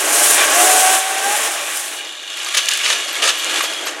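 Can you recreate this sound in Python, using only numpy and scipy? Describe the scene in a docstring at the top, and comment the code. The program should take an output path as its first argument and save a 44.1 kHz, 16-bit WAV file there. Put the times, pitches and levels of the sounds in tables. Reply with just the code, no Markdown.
"""At a forest edge, some way off, a tracked harvester cuts up a tree. Its chain saw whines through
the trunk, throws chips and runs down, and the cut log thumps to the ground. Then rollers feed the
trunk through the knives: bark scrapes, limbs crunch, twigs snap, oil whistles in the valves and
something squeaks thinly about four times a second. The diesel engine clatters and drones
all the while, and the trees give a faint echo."""
import sys
import numpy as np
from scipy import signal
from scipy.fft import rfft, irfft, next_fast_len
from scipy.io import wavfile
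from scipy.ndimage import map_coordinates

SR = 44100
rng = np.random.default_rng(int(sys.argv[2]) if len(sys.argv) > 2 else 0)


def to_wav(s):
    """Save 16-bit WAV."""
    ch = np.atleast_2d(s).T  # columns
    pcm = np.round(np.clip(ch, -1, 1) * 32767)  # PCM
    wavfile.write(sys.argv[1], SR, pcm.astype(np.int16))


N = 176400  # 4 seconds

# bark scraping through the knives: time_s, level_db
FEED_LEVEL = [(1.9, -30.5), (2.1, -35.5), (2.28, -36.5), (2.44, -25.5), (2.53, -25.5), (2.62, -23.5),
              (2.75, -26), (2.81, -23.5), (2.97, -23.5), (3.08, -25), (3.18, -24), (3.34, -22.5),
              (3.42, -26), (3.5, -21.5), (3.62, -19.5), (3.7, -26.5), (3.83, -30), (4, -35.5)]


def chain_saw():
    """The cutters whine at the rate they pass, tear the wood, ring the saw's bar and spray chips."""
    # the running chain: time_s, cutters_per_s, whine_db
    chain = [(0, 322, -35), (.15, 345, -29), (.24, 368, -34), (.36, 356, -31), (.44, 297, -30),
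             (.5, 297, -26), (.545, 335, -30), (.57, 350, -16.5), (.66, 368, -16), (.87, 376, -14.5),
             (.96, 380, -16.5), (1.0, 380, -22.5), (1.21, 386, -26.5), (1.27, 398, -20),
             (1.355, 418, -18.5), (1.37, 420, -38), (1.52, 400, -28), (1.56, 345, -33), (1.61, 292, -29),
             (1.68, 275, -44), (2.0, 220, -70)]
    # the whine's tones at 1, 2, 3 and 4 times the cutter rate: gain_db
    harmonics = [-22, 0, -14.5, -19]
    # wood tearing in the cut: time_s, level_db
    cut_level = [(0, -24.5), (.15, -20), (.32, -20.5), (.45, -17.5), (.93, -18), (1.02, -26), (1.13, -25),
                 (1.25, -23), (1.45, -22.5), (1.55, -27.5), (1.78, -31.5), (1.95, -36), (2.08, -47.5),
                 (2.3, -42)]
    # tone of the tearing: pitch_hz, gain_db
    cut_tone = [(150, -28), (400, -25), (600, -5), (800, -6), (920, -5.5), (1100, 0), (1350, -5),
                (1700, -2.5), (2200, -1.5), (2800, 0), (3700, -6.5), (4500, -10.5), (7000, -3.5),
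                (16000, -52)]
    # ringing of the bar and its housing: pitch_hz, width_hz, gain_db
    bar_rings = [(440.6, 16.6, -2.5), (591, 21, 2), (696, 50, -2), (830.5, 15.7, 4.5), (1106, 43, 0),
                 (1592, 100, 0), (1940, 55, -17)]
    # hiss of chain and chips: time_s, relative_db
    spray_level = [(0.0, -19.5), (0.09, -19), (0.13, -14), (0.27, -11), (0.48, -19), (0.62, -12),
                   (0.95, -14.5), (1.01, -22), (1.13, -25.5), (1.41, -19), (1.61, -28.5), (1.72, -25.5),
                   (1.775, -20), (1.81, -25), (1.99, -34.5), (2.12, -60)]
    # tone of that hiss: pitch_hz, gain_db
    spray_tone = [(1000, -53), (3000, -7.5), (4700, -10.5), (5700, -3), (6900, -1.5), (7500, 0), (8900, 2),
                  (11300, -3), (13000, -12), (16000, -17)]
    # harsh rasp as the cutters bite in and break through: time_s, level_db
    rasp_level = [(0, -42), (.32, -28), (.39, -17), (.44, -14.5), (.5, -60.5), (.95, -24.5), (1.1, -28),
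                  (1.3, -28), (1.42, -25), (1.53, -34), (1.68, -27), (2.0, -49), (2.3, -80)]
    # ringing in the rasp: pitch_hz, width_hz, gain_db
    rasp_rings = [(1370, 360, -5), (1890, 144, 1.5), (2350, 130, 3), (2650, 650, -3.5), (3550, 460, -2.5)]
    sing_hz, sing_width_hz, sing_db = 1578, 44, 18.5
    rate = curve(chain)
    phase = 2 * np.pi * np.cumsum(rate * (1 + .007 * wobble(70.1))) / SR
    whine = np.zeros(N)
    for k, db in enumerate(harmonics, 1):
        # the bar sings along when a tone comes near its own pitch
        boost_db = sing_db / (1 + ((k * rate - sing_hz) / sing_width_hz) ** 2)
        whine += amp(db + boost_db + 1.6 * wobble(45)) * np.sin(k * phase)
    bites = 1 + .4 * np.cos(phase)  # one pulse for each cutter
    wood = coloured(bites * crackle(per_s=2000, spread_db=3, share=.32), cut_tone)
    bar = amp(-3) * ringing(rng.standard_normal(N), bar_rings)
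    chips = reflections(coloured(bites * crackle(per_s=6000, spread_db=3, share=.3), spray_tone))
    run_out = np.interp(clock(), [2.15, 2.4], [1, 0])  # the chain comes to rest
    rasp = ringing(bites * rng.standard_normal(N), rasp_rings)
    return (amp(curve(chain, column=2)) * whine
            + amp(curve(rasp_level)) * rasp
            + amp(curve(cut_level) + .8 * wobble(39.2)) * (wood + bar)
            + amp(curve(spray_level) - .5 + .93 * wobble(58.7)) * run_out * chips)


def bark():
    """Bark crackles under the rollers and knives."""
    # tone of the bark: pitch_hz, gain_db
    bark_tone = [(150, -71), (350, -19), (700, -4), (900, -6), (1200, 3.5), (1430, 0), (1680, 5), (2000, 2),
                 (3000, 4.5), (4200, 1.5), (5200, -3.5), (6500, -0.5), (10500, -6.5), (13000, -17.5),
                 (16000, -37)]
    loudness = amp(curve(FEED_LEVEL) + 1.7 * wobble(70))
    return loudness * coloured(crackle(per_s=1100, spread_db=4, share=.52), bark_tone)


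def limbs():
    """A limb tears as many fibres break in a row, with a dull thud from the trunk."""
    # limbs torn off by the knives: start_s, length_s, level_db, thud_relative_db
    crunches = [(2.539, 0.013, -15.5, -16), (2.565, 0.029, -18, -16), (2.7, 0.067, -22, -39),
                (2.829, 0.11, -19.5, -16), (2.897, 0.012, -27, -14), (3.217, 0.051, -15.5, -8.5),
                (3.273, 0.03, -15, -12), (3.633, 0.011, -19, -8), (3.862, 0.025, -22, -8)]
    # tone of the breaking fibres: pitch_hz, gain_db
    fibre_tone = [(150, -58), (500, -26), (900, -35), (1200, -8), (1700, 2), (2050, -0.5), (2900, 5),
                  (4000, 1.5), (4700, -2), (6600, -3), (9000, -6.5), (11000, -13), (13000, -25),
                  (16000, -33)]
    # tone of the thud: pitch_hz, gain_db
    thud_tone = [(30, -30), (150, -34), (300, -17), (550, 14), (800, 6), (1250, 11.5), (2000, -26),
                 (6000, -45)]
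    rise_s, fall_s = .007, .012
    tear, thud = np.zeros(N), np.zeros(N)
    for start_s, length_s, db, thud_db in crunches:
        age = clock() - start_s
        shape = np.clip(age / rise_s, 0, 1) * np.exp(-np.maximum(age - length_s, 0) / fall_s)
        tear += amp(db) * shape
        thud += amp(db + thud_db) * shape
    fibres = coloured(crackle(per_s=2500, spread_db=2, share=.39), fibre_tone) * amp(1.8 * wobble(200))
    return tear * fibres + thud * coloured(rng.standard_normal(N), thud_tone)


def snaps():
    """A stick cracks sharply, then rings briefly; thin twigs sound higher than branches."""
    # twigs and branches snapping: start_s, level_db, pitch_hz
    sticks = [(2.302, -21.5, 3840), (2.447, -16.5, 7000), (2.467, -23.5, 1290), (2.546, -13, 2110),
              (2.550, -10.5, 6530), (2.569, -10.5, 1680), (2.573, -6, 5500), (2.580, -8, 6360),
              (2.592, -14, 3470), (2.657, -13, 6500), (2.686, -7, 3030), (2.689, -6.5, 6400),
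              (2.709, -14, 2980), (2.7135, -12.5, 4420), (2.736, -11, 8970), (2.774, -12, 8300),
              (2.861, -8, 2290), (2.902, -6.5, 3000), (2.905, -14, 1690), (3.228, -12, 2900),
              (3.445, -14, 7540), (3.607, -13.5, 1200), (3.610, -14, 2300), (3.642, -17, 5000),
              (3.735, -20, 6890)]
    crack_s, ring_cycles = .0022, 10
    out, t = np.zeros(N + 2048), np.arange(2048) / SR
    freqs = np.fft.rfftfreq(len(t), 1 / SR) + 1
    for start_s, db, hz in sticks:
        band = np.exp(-.5 * np.log2(freqs / hz) ** 2)
        crack = unit(irfft(rfft(rng.standard_normal(len(t))) * band)) * np.exp(-t / crack_s)
        pitches = hz * (1 + .07 * rng.standard_normal((3, 1)))
        tones = np.sin(2 * np.pi * (pitches * t + rng.random(pitches.shape)))
        ring = unit(tones.sum(axis=0)) * np.exp(-t * hz / ring_cycles)
        out[round(start_s * SR):][:len(t)] += amp(db) * (crack + amp(-5) * ring)
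    return thin_wood(out[:N])


def twigs():
    """Small twigs tick at random times and pitches, louder when the bark scrapes harder."""
    tries, ticks_per_s = 600, 100
    middle_hz, octaves, ring_cycles = 5200, 2.5, 9
    out, t = np.zeros(N + 512), np.arange(512) / SR
    loudness = 2 * amp(curve(FEED_LEVEL) + 5)
    for when, chance, pitch, size in rng.random((tries, 4)):
        if chance < ticks_per_s * N / SR / tries:
            start = int(when * N)
            hz = middle_hz * 2 ** (octaves * (pitch - .5))
            tick = np.exp(-t * hz / ring_cycles) * np.sin(2 * np.pi * hz * t)
            out[start:start + len(t)] += loudness[start] * size ** 2 * tick
    return thin_wood(out[:N])


def diesel():
    """Each firing of the engine rattles its casing; underneath, the machine drones."""
    # strength of each cylinder's knock: gain_db
    cylinders = [2.5, -2, 1.5, -2.5, 2, -1.5]
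    # ringing of the casing: pitch_hz, width_hz, gain_db
    casing_rings = [(1680, 114, -5), (2402, 72, 3), (2784, 89, 2.5), (2907, 63, 7), (3288, 57, 3.5),
                    (3474, 56, 0.5), (3734, 77, 1.5), (4390, 130, -7), (6030, 410, -10), (7230, 260, -8.5)]
    # the engine's clatter: time_s, level_db
    clatter_level = [(0, -31), (1.7, -45.5), (2.0, -29), (2.16, -34.5), (2.35, -28.5), (2.7, -24.5),
                     (3.0, -22.5), (3.15, -31.5), (3.4, -25), (3.75, -30), (4, -36.5)]
    # the low drone: time_s, relative_db
    drone_level = [(0.0, -29.5), (0.34, -26), (0.38, -22), (0.92, -31.5), (1.08, -39), (1.25, -32.5),
                   (1.46, -33), (1.57, -38), (1.97, -39), (2.13, -47), (3.21, -34), (3.23, -30.5),
                   (3.41, -40), (3.54, -29.5), (3.59, -34), (4.0, -31)]
    # tone of the drone: pitch_hz, gain_db
    drone_tone = [(25, -50), (120, -32), (200, -28.5), (260, -9.5), (320, 0.5), (430, -0.5), (520, -1.5),
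                  (700, 0.5), (900, -5.5), (2000, -2.5), (8000, -54)]
    firing_hz, knock_s = 96.7, .0042
    firings = clock() * firing_hz
    knock_db = np.array(cylinders)[firings.astype(int) % len(cylinders)] + 2 * wobble(90)
    knocks = amp(knock_db) * np.exp(-(firings % 1) / firing_hz / knock_s)
    clatter = ringing((knocks + .15) * rng.standard_normal(N), casing_rings)
    drone = coloured(rng.standard_normal(N), drone_tone) * amp(2 * wobble(24.87))
    return amp(curve(clatter_level)) * clatter + amp(curve(drone_level) + 2) * drone


def oil_valves():
    """A hoarse whistle wanders with the flow of oil."""
    # oil whistling through the feed valves: time_s, pitch_hz, level_db
    whistle = [(1.8, 3480, -52), (2.05, 3516, -40), (2.28, 3600, -35), (2.42, 3280, -43), (2.7, 3530, -34),
               (3.15, 3270, -37), (3.4, 3440, -34), (3.75, 3270, -29), (4, 3170, -51)]
    hoarseness = noise_band(pitch_hz=0, width_hz=125)
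    tone = np.sin(2 * np.pi * np.cumsum(curve(whistle)) / SR)
    return amp(curve(whistle, column=2)) * unit(hoarseness * tone)


def squeaks():
    """Short, hoarse, very high squeaks come while the rollers turn."""
    # thin squeaks: start_s, pitch_hz, level_db
    squeak_list = [(2.45, 12500, -48), (2.647, 13100, -43), (3.122, 12700, -35), (3.38, 12850, -32.5),
                   (3.623, 12800, -30.5), (3.852, 12650, -34.5)]
    rise_s, fall_s = .005, .013
    out = np.zeros(N)
    for start_s, hz, db in squeak_list:
        age = np.maximum(clock() - start_s, 0)
        shape = (1 - np.exp(-age / rise_s)) * np.exp(-age / fall_s)
        out += amp(db) * shape / shape.max() * noise_band(hz, width_hz=380)
    return out


def log_drop():
    """The cut log falls into the snow with a soft thump."""
    # tone of the thump: pitch_hz, gain_db
    thump_tone = [(30, -25), (110, -16), (300, 1), (480, 2), (1000, -28)]
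    start_s, rise_s, fall_s = 1.255, .01, .04
    age = np.maximum(clock() - start_s, 0)
    shape = 2 * (1 - np.exp(-age / rise_s)) * np.exp(-age / fall_s)
    return amp(-33.5) * shape * coloured(rng.standard_normal(N), thump_tone)


def reflections(x, count=14):
    """Nearby trunks and the ground add weak, slightly late copies of the sound."""
    gain, spread_s = amp(-9), .035
    out = x.copy()
    for delay, sign in zip(rng.random(count), rng.choice([-1, 1], count)):
        late = np.pad(x, (int(SR * spread_s * (delay + .1)), 0))[:N]
        out += gain * sign / np.sqrt(count) * late
    return out / np.sqrt(1 + gain ** 2)


def blurred(x):
    """Smear x into a soft tail that fades over half a second."""
    fade_db_per_s = 100
    t = np.arange(SR // 2) / SR
    tail = rng.standard_normal(len(t)) * amp(-fade_db_per_s * t)
    return signal.fftconvolve(x, tail / np.linalg.norm(tail))[:N]


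def thin_wood(x):
    """Thin wood gives off almost no bass, and distance dulls its highest treble."""
    band_hz = (700, 10500)
    return signal.sosfilt(signal.butter(2, band_hz, "bandpass", fs=SR, output="sos"), x)


def crackle(per_s, spread_db, share):
    """Tiny breaks of uneven size carry a share of the power; the rest is plain hiss."""
    breaks = (rng.random(N) < per_s / SR) * rng.choice([-1, 1], N)
    sizes = amp(spread_db * np.minimum(rng.exponential(size=N), 3))
    return np.sqrt(share) * unit(breaks * sizes) + np.sqrt(1 - share) * rng.standard_normal(N)


def ringing(x, rings):
    """Let x ring an object at its own pitches; the result has strength 1."""
    def response(f):
        return sum((-1) ** k * amp(db) * 1j * f * width / (hz * hz - f * f + 1j * f * width)
                   for k, (hz, width, db) in enumerate(rings))
    return unit(filtered(x, response))


def coloured(x, tone):
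    """Shape the bass and treble of x with a tone table; the result has strength 1."""
    hz, db = np.transpose(tone)
    return unit(filtered(x, lambda f: amp(np.interp(np.log(f + 1), np.log(hz), db))))


def noise_band(pitch_hz, width_hz):
    """Noise close to one pitch, at strength 1."""
    noise = rng.standard_normal(N)
    return unit(filtered(noise, lambda f: np.exp(-.5 * ((f - pitch_hz) / width_hz) ** 2)))


def filtered(x, response):
    """Turn each frequency of x up or down by response(frequency)."""
    size = next_fast_len(N + 8192)
    return irfft(rfft(x, size) * response(np.fft.rfftfreq(size, 1 / SR)), size)[..., :N]


def wobble(per_s):
    """A smooth curve through per_s random values a second."""
    return map_coordinates(rng.standard_normal(4096), [clock() * per_s + 2], mode="mirror")


def curve(rows, column=1):
    """Join one column's points with straight lines over time."""
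    columns = np.transpose(rows)
    return np.interp(clock(), columns[0], columns[column])


def clock():
    """The time of every sample, in seconds."""
    return np.arange(N) / SR


def unit(x):
    """Scale x to an average strength (rms) of 1."""
    return x / np.sqrt(np.mean(x ** 2) + 1e-20)


def amp(db):
    """Turn decibels into a gain."""
    return 10 ** (np.asarray(db) / 20)


def scene():
    """The machine stands straight ahead; the treble is very slightly wider in stereo."""
    # ringing of the struck trunk: pitch_hz, width_hz, gain_db
    trunk_rings = [(1187, 57, -5.5), (1690, 106, 5), (6455, 82, 1)]
    breaks = limbs() + snaps()
    breaks += amp(-7) * breaks.std() * ringing(breaks, trunk_rings)
    work = reflections(diesel() + oil_valves() + bark() + twigs() + squeaks()) + breaks
    middle = work + chain_saw() + log_drop()
    middle += amp(-13) * blurred(breaks)  # the trees echo the breaking wood
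    treble = lambda f: np.interp(f, [1630, 3260, 4360, 7000], [0, .3, 1.4, 1.6])
    side = amp(-21.5) * filtered(blurred(work), treble)
    return np.array([middle + side, middle - side])


def record(dry):
    """Round off the highest peaks, turn down the bass and remove the very top of the treble."""
    # the microphone's bass cut: pitch_hz, gain_db
    bass_cut = [(25, -7), (110, -8), (170, -2.5), (240, -0.5)]
    ceiling, top_hz = .95, 15950
    hz, db = np.transpose(bass_cut)
    rounded = dry / (1 + np.abs(dry / ceiling) ** 10) ** (1 / 10)
    return filtered(rounded, lambda f: amp(np.interp(f, hz, db)) * (f < top_hz))


dry = scene()
out = record(dry)
to_wav(out)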